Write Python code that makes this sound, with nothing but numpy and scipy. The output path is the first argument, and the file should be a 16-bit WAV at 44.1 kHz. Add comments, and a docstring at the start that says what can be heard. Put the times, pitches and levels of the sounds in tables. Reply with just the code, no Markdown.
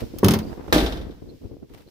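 """A hollow clunk and a clatter of loose fittings, over wind: a sheet-metal hatch on a parked bus drops
on its hinge. It then slams shut with a double crack, a boom from the side of the bus and a rattling tail.
Each impact excites the modes of the metal, which decay freely, a few as distinct tones and the rest as
a dense wash. Rubbing metal squeaks faintly, a shoe scuffs the gravel, and turbulent wind buffets the
microphone throughout."""
import sys
import numpy as np
from scipy import signal
from scipy.io import wavfile

SR = 44100
rng = np.random.default_rng(int(sys.argv[2]) if len(sys.argv) > 2 else 0)


def unload_audio(sound):
    """Save the sound as a 16-bit wav file, at the path given as the first command line argument."""
    columns = np.transpose(np.atleast_2d(sound))
    # keep every value between -1 and 1, then stretch to whole-number steps
    steps = np.round(np.clip(columns, -1, 1) * 32767)
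    wavfile.write(sys.argv[1], SR, steps.astype(np.int16))


N = 83790
TIME = np.arange(N) / SR
CRACK_CORRELATION, WIND_CORRELATION, AIR_CORRELATION = 0.19, 0.07, 0.067  # between left and right

# left-right likeness of ringing metal: frequency_hz, correlation
RING_CORRELATION = [(60, 0.59), (400, 1), (900, 0.15), (2000, 0.09), (14000, 0.035)]
# the hatch jolts on its hinge: start_s, level_db, contact_ms, low_edge_hz
HINGE_JOLTS = [(0.2306, 4, 1.5, 295), (.244, 4.5, 4.6, 90), (0.2548, 2.5, 3, 111), (0.2653, -0.5, 2.8, 111),
               (0.2896, 5.5, 5.4, 117), (.313, 3.5, 5.5, 101), (0.3368, -8, 1.1, 151),
               (.364, -12.5, 1.73, 91)]
# distinct modes of the free hatch: pitch_hz, level_db, t60_s
PANEL_MODES = [(104.6, -21.5, 0.18), (146.4, -21.5, 0.5), (179.6, -16, 0.27), (215.7, -21, 0.37),
               (237, -15, 0.24), (287.7, -28, 0.41), (389, -13, 0.11), (485, -30, 0.04), (939, -28, 0.23),
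               (992, -22.5, 0.11)]
# its dense modes: band_hz, level_db, t60_s
PANEL_WASH = [(59, -30, 0.49), (130, -22.5, 0.23), (300, -22, 0.35), (617, -28, 0.32), (980, -20.5, 0.3),
              (1740, -17.5, 0.2), (2970, -29, .12), (6000, -30, .1)]
# hinge and latch fittings collide: start_s, click_db, ring_db, low_edge_hz
FITTING_HITS = [(0.1858, -7.5, -22, 9200), (.191, -20.5, -15, 6900), (.2345, -19, -13, 800),
                (.2452, 1.5, 4, 900), (0.2624, -16, -4, 2500), (0.2842, 5, 3.5, 700),
                (0.308, -30.5, 4.5, 1200), (0.318, -6, -31, 1200), (0.3366, -5.5, 2.5, 700),
                (.344, -11, -13, 700), (0.3886, -15.5, -8.5, 900)]
# the click of steel on steel, and the ring after it: band_hz, level_db, t60_s
STEEL_CLICK = [(500, -23, 0.041), (1200, -23, 0.048), (1850, -33.5, 0.034), (4540, -23.5, 0.031),
               (7850, -33, 0.0083), (11340, -18.5, 0.013), (14600, -22, 0.031)]
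STEEL_RING = [(501, -36, 0.46), (1200, -33, 0.12), (2540, -34, 0.12), (4350, -32, 0.11),
              (8000, -38.5, 0.063), (11100, -62, 0.15), (14700, -37, 0.18)]
# tones of the fittings: pitch_hz, level_db, t60_s
STEEL_MODES = [(2130, -46, .12), (3260, -53, 0.088), (4190, -46, 0.112), (4720, -51, .15),
               (4900, -57, 0.049), (6440, -41, 0.037), (10200, -33.5, 0.021), (11200, -36.5, 0.019),
               (14900, -42, .015)]

def hatch_drops():
    """Impact excitation: each jolt drives the panel's modes, while loose fittings click and ring."""
    out = strike(modes(PANEL_MODES) + wash(PANEL_WASH, RING_CORRELATION), HINGE_JOLTS)
    click = wash(STEEL_CLICK, CRACK_CORRELATION)
    ring = wash(STEEL_RING, RING_CORRELATION)
    for start_s, click_db, ring_db, low_edge_hz in FITTING_HITS:
        tones = modes(STEEL_MODES, spread_db=5.5)
        hit = amp(click_db) * click + amp(ring_db) * (ring + tones)
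        add(out, start_s, butterworth(hit, low_edge_hz, "high", order=1))
    return out


# the hatch meets its frame, then the latch snaps in: start_s, level_db
SLAM_HITS = [(0.7256, 0.5), (.7295, 3)]
# the noisy burst of each crack: band_hz, level_db, t60_s
CRACK_WASH = [(99.4, -41, 0.049), (330, -23.5, 0.12), (650, -27, .03), (997, -21, .03), (1700, -19, 0.023),
              (2630, -23, .025), (3760, -24, 0.0217), (7500, -29, 0.032), (14000, -29.5, 0.017)]
# its sharp edge: pitch_hz, level_db, t60_s
SNAP_MODES = [(1050, -12.5, .005), (1690, -13.5, 0.012), (3890, -11, .008), (13000, -14, .002)]
# dense modes of the bodywork: band_hz, level_db, t60_s
BODYWORK_WASH = [(55, -27.5, 1), (110.3, -35.5, 0.9), (220, -25.5, 0.92), (411, -21.5, 0.68),
                 (904, -27.5, 0.37), (1300, -32, 0.64), (1800, -26.5, 0.58), (2600, -28.5, 0.45),
                 (3940, -27.5, 0.66), (5400, -30, 0.43), (7840, -35, .47), (14500, -31, .47)]
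# distinct modes of the frame, and of the side of the bus: pitch_hz, level_db, t60_s
HATCH_FRAME_MODES = [(797, -34.5, 0.54), (1037, -47.5, 0.18), (1212, -24.5, 0.28), (1547, -33.5, 0.69),
                     (1757, -29, .45), (2330, -36.5, .55), (2880, -44, 0.4), (3450, -35.5, .6),
                     (3860, -38, 0.32), (3825, -35, 0.39), (3960, -36.5, 0.51), (4160, -40, 0.46),
                     (4640, -37, .55), (5580, -55, .4)]
BUS_SIDE_MODES = [(54.3, -23, 0.76), (60.6, -16, 0.51), (96.6, -24.5, 0.21), (172.4, -29.5, 0.31),
                  (280, -22.5, 0.17), (310.6, -15, .16), (343.5, -17, 0.24), (389, -22.5, 0.39),
                  (446, -23, 0.11), (494, -18.5, 0.1), (597, -17, 0.1), (670, -25.5, 0.33),
                  (797, -26.5, 0.34)]
# the side takes the blow and rebounds: start_s, level_db, contact_ms, low_edge_hz
BUS_SIDE_BLOWS = [(0.731, -4.5, 12, 38), (0.7548, -2.5, 1.53, 60.7), (.762, 2.5, 0.83, 110),
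                  (0.786, -13.5, 1.7, 150), (.826, -2, 3.1, 41)]
# the shut hatch rattles in its frame: start_s, level_db
RATTLE_HITS = [(0.7438, 0.5), (.781, 1.5), (0.802, -2.5), (0.8625, -3.5), (0.923, -9.5), (.971, -17),
               (1.0135, -22), (1.1095, -29.5)]
# the ring of each rattle: band_hz, level_db, t60_s
RATTLE_WASH = [(350, -39, 0.39), (690, -30.5, 0.24), (1690, -36, 0.14), (2590, -36.5, 0.13),
               (3890, -21.5, 0.1), (5400, -39, .1), (8000, -47.5, 0.109), (14100, -37.5, 0.064)]

def hatch_slams():
    """Damped free vibration: after two cracks the bodywork rings, the side booms and the hatch rattles."""
    out = strike(modes(BUS_SIDE_MODES), BUS_SIDE_BLOWS)
    bodywork = wash(BODYWORK_WASH, RING_CORRELATION) + modes(HATCH_FRAME_MODES)
    chatter = rms_one(uneven_gain(spread_db=1.23, rate_hz=37))
    add(out, SLAM_HITS[0][0], bodywork * chatter)
    for start_s, level_db in SLAM_HITS:
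        crack = wash(CRACK_WASH, CRACK_CORRELATION) + modes(SNAP_MODES)
        add(out, start_s, amp(level_db) * crack)
    rattle = wash(RATTLE_WASH, RING_CORRELATION)
    for start_s, level_db in RATTLE_HITS:
        add(out, start_s, amp(level_db) * rattle)
    left, right = out
    left_lag_s = 0.0002  # the slam reaches the left side later
    return np.array([np.interp(TIME - left_lag_s, TIME, left), right])


# metal rubs on metal: start_s, length_s, pitch_hz, level_db
METAL_RUBS = [(0.426, 0.02, 4620, -49), (0.458, 0.053, 4700, -54.5), (1.285, 0.031, 4180, -57),
              (1.87, 0.024, 4200, -58)]

def metal_squeaks():
    """Friction tones: random amplitude modulation widens each pitch into a rough, narrow band."""
    roughness = np.sqrt(2) * flutter(rate_hz=125)
    tones = sum(amp(level_db) * swell(start_s, length_s) * np.sin(2 * np.pi * pitch_hz * TIME)
                for start_s, length_s, pitch_hz, level_db in METAL_RUBS)
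    return roughness * tones


# a shoe drags on gravel: start_s, length_s, level_db
SHOE_SCUFFS = [(-.03, 0.061, -40), (1.676, 0.18, -55), (1.746, 0.0076, -50), (1.87, .04, -65)]
# spectrum of the gravel: band_hz, relative_db
GRAVEL_SPECTRUM = [(600, 5), (900, 3), (1800, 1.5), (4000, 0), (8000, -7.5), (14000, -1)]

def shoe_scuffs():
    """Granular friction: many small contacts make a noise whose level flickers rapidly."""
    grit = rms_one(noise(GRAVEL_SPECTRUM, AIR_CORRELATION) * uneven_gain(spread_db=4.5, rate_hz=190))
    return grit * sum(amp(level_db) * swell(start_s, length_s)
                      for start_s, length_s, level_db in SHOE_SCUFFS)


# strength of the low buffeting: time_s, level_db
BUFFET_LEVELS = [(0, -46), (.025, -26.5), (.06, -35), (.11, -41), (.14, -37), (.19, -35), (.22, -34.5),
                 (.5, -33), (.62, -40.5), (.7, -36), (1.05, -35.5), (1.13, -42.5), (1.19, -54.5),
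                 (1.23, -39.5), (1.31, -36.5), (1.35, -45.5), (1.4, -51.5), (1.44, -33.5), (1.49, -43.5),
                 (1.525, -39), (1.59, -47.5), (1.645, -40.5), (1.68, -59), (1.715, -42.5), (1.76, -46.5),
                 (1.84, -54), (1.88, -44.5), (1.9, -54)]
# strength of the airy rush and the high hiss: time_s, rush_db, hiss_db
AIR_LEVELS = [(0, -52, -50.5), (.12, -56, -57), (.22, -49.5, -55), (.45, -51.5, -55), (.53, -43, -55.5),
              (.6, -47, -61), (.7, -45, -57), (1.05, -51, -62), (1.2, -60.5, -64.5), (1.45, -86, -63.5),
              (1.62, -85.5, -69.5), (1.9, -73.5, -64.5)]
# spectra of the three layers: band_hz, relative_db
BUFFET_SPECTRUM = [(30, -9), (70, 1.5), (150, -3), (240, -3), (340, 9), (450, -4.5), (640, -25.5),
                   (900, -49), (2000, -44)]
RUSH_SPECTRUM = [(300, -1.5), (700, 5.5), (1200, -1), (1900, -5), (3000, -15), (6000, -20)]
HISS_SPECTRUM = [(500, -22), (1800, -3), (2700, -0.5), (4600, 3), (7500, -4), (10000, -6), (14500, 1)]

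def wind():
    """Turbulence: fluctuating pressure at the microphone gives a lumpy rumble and rush under a hiss."""
    (buffet_db,) = in_time(BUFFET_LEVELS)
    rush_db, hiss_db = in_time(AIR_LEVELS)
    lumps = rms_one(uneven_gain(spread_db=4, rate_hz=62))
    buffet = amp(buffet_db) * noise(BUFFET_SPECTRUM, WIND_CORRELATION)
    rush = amp(rush_db) * noise(RUSH_SPECTRUM, AIR_CORRELATION)
    hiss = amp(hiss_db) * noise(HISS_SPECTRUM, AIR_CORRELATION)
    return lumps * (buffet + rush) + hiss


# single eddies hit the microphone: start_s, level_db, left_over_right_db
EDDIES = [(0.02, -23.5, 13), (0.14, -26.5, -6), (.164, -30, 16), (0.578, -27, -9), (0.664, -31, -8),
          (.692, -30, -2), (1.099, -30.5, 2), (1.22, -36, 3), (1.512, -35, -1), (1.568, -33, -3),
          (1.704, -39.5, 3), (1.877, -39, 1)]
# tones of one pop: pitch_hz, level_db, t60_s
POP_MODES = [(324, -1, 0.025), (487, -3.5, 0.016)]

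def eddy_pops():
    """Pressure transients: each eddy gives a dull, heavily damped pop, stronger on one side."""
    out, pop = np.zeros((2, N)), modes(POP_MODES)
    for start_s, level_db, left_over_right_db in EDDIES:
        pan_db = left_over_right_db / 2 * np.array([[1], [-1]])
        add(out, start_s, amp(level_db + pan_db) * pop)
    return butterworth(out, 800, "low")


def strike(response, blows):
    """Contact time limits bandwidth: a long contact sounds dull, while a high low edge sounds thin."""
    out = np.zeros((2, N))
    for start_s, level_db, contact_ms, low_edge_hz in blows:
        pole = np.exp(-2 * np.pi * 1000 / (contact_ms * SR))
        softened = signal.lfilter([(1 - pole) ** 2], [1, -2 * pole, pole * pole], response)
        add(out, start_s, amp(level_db) * butterworth(softened, low_edge_hz, "high"))
    return out


def modes(table, spread_db=0):
    """Modal superposition: decaying sines, their strengths scattered on each side by spread_db."""
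    strengths = amp(spread_db * rng.standard_normal((len(table), 2, 1)))
    return sum(strength * amp(level_db - 60 * TIME / t60_s) * np.sin(2 * np.pi * pitch_hz * TIME)
               for strength, (pitch_hz, level_db, t60_s) in zip(strengths, table))


def wash(table, correlation):
    """Modal overlap: countless close modes merge into noise, each band decaying at its own rate."""
    return sum(band * amp(-60 * TIME / at_hz(table, hz, column=2))
               for hz, band in bands(table, correlation))


def noise(table, correlation):
    """Stationary noise: bands sum to the given spectral shape, at unit RMS."""
    return rms_one(sum(band for hz, band in bands(table, correlation)))


def bands(table, correlation):
    """Mid-side mixing: yields each half-octave's centre and its stereo noise at the table's level."""
    edges_hz = np.geomspace(28, 17000, 19)
    white = rng.standard_normal((2, 2, N))
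    for k, (low, high) in enumerate(zip(edges_hz, edges_hz[1:])):
        hz = np.sqrt(low * high)
        # reversed, so that the band starts at full strength
        mid, side = butterworth(white[k % 2], [low, high], "band")[:, ::-1]
        alike = correlation if np.isscalar(correlation) else at_hz(correlation, hz)
        band = np.sqrt(1 + alike) * mid + np.sqrt(1 - alike) * side * [[1], [-1]]
        octaves_outside = max(0, np.log2(table[0][0] / hz), np.log2(hz / table[-1][0]))
        yield hz, amp(at_hz(table, hz) - 10 * octaves_outside) * rms_one(band)


def flutter(rate_hz):
    """Low-passed noise: a smooth random signal of unit RMS, independent on each side."""
    pole = np.exp(-2 * np.pi * rate_hz / SR)
    smooth = signal.lfilter([1], [1, -2 * pole, pole * pole], rng.standard_normal((2, 2 * N)))
    return rms_one(smooth[:, N:])


def uneven_gain(spread_db, rate_hz):
    """Log-normal modulation: a gain that wanders at random in decibels."""
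    return amp(spread_db * flutter(rate_hz))


def swell(start_s, length_s):
    """Half-sine envelope: one smooth rise and fall."""
    return np.sin(np.pi * np.clip((TIME - start_s) / length_s, 0, 1))


def butterworth(x, hz, kind, order=2):
    """Filtering with a maximally flat passband."""
    return signal.sosfilt(signal.butter(order, hz, kind, fs=SR, output="sos"), x)


def at_hz(table, hz, column=1):
    """Interpolation of one column on a log-frequency axis."""
    table = np.array(table)
    return np.interp(np.log(hz), np.log(table[:, 0]), table[:, column])


def in_time(table):
    """Linear interpolation of each level column at every sample."""
    times_s, *columns = np.transpose(table)
    return [np.interp(TIME, times_s, column) for column in columns]


def add(out, start_s, sound):
    """Superposition of a sound from start_s onward."""
    start = int(start_s * SR)
    out[:, start:start + sound.shape[-1]] += sound[..., :N - start]


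def amp(db):
    """Decibels to amplitude ratio."""
    return 10 ** (np.asarray(db) / 20)


def rms_one(x):
    """Normalisation to unit RMS."""
    return x / np.sqrt(np.mean(x ** 2) + 1e-20)


def scene():
    """Linear superposition: the pressures of the hatch and its surroundings add."""
    return hatch_drops() + hatch_slams() + metal_squeaks() + shoe_scuffs() + wind() + eddy_pops()


def record(dry):
    """Soft saturation rounds the highest peaks; a steep low-pass limits the bandwidth."""
    rounded = dry / (1 + dry ** 4) ** 0.25
    cutoff_hz = 15500
    return signal.sosfilt(signal.ellip(10, 0.2, 80, cutoff_hz, fs=SR, output="sos"), rounded)


dry = scene()
out = record(dry)
unload_audio(out)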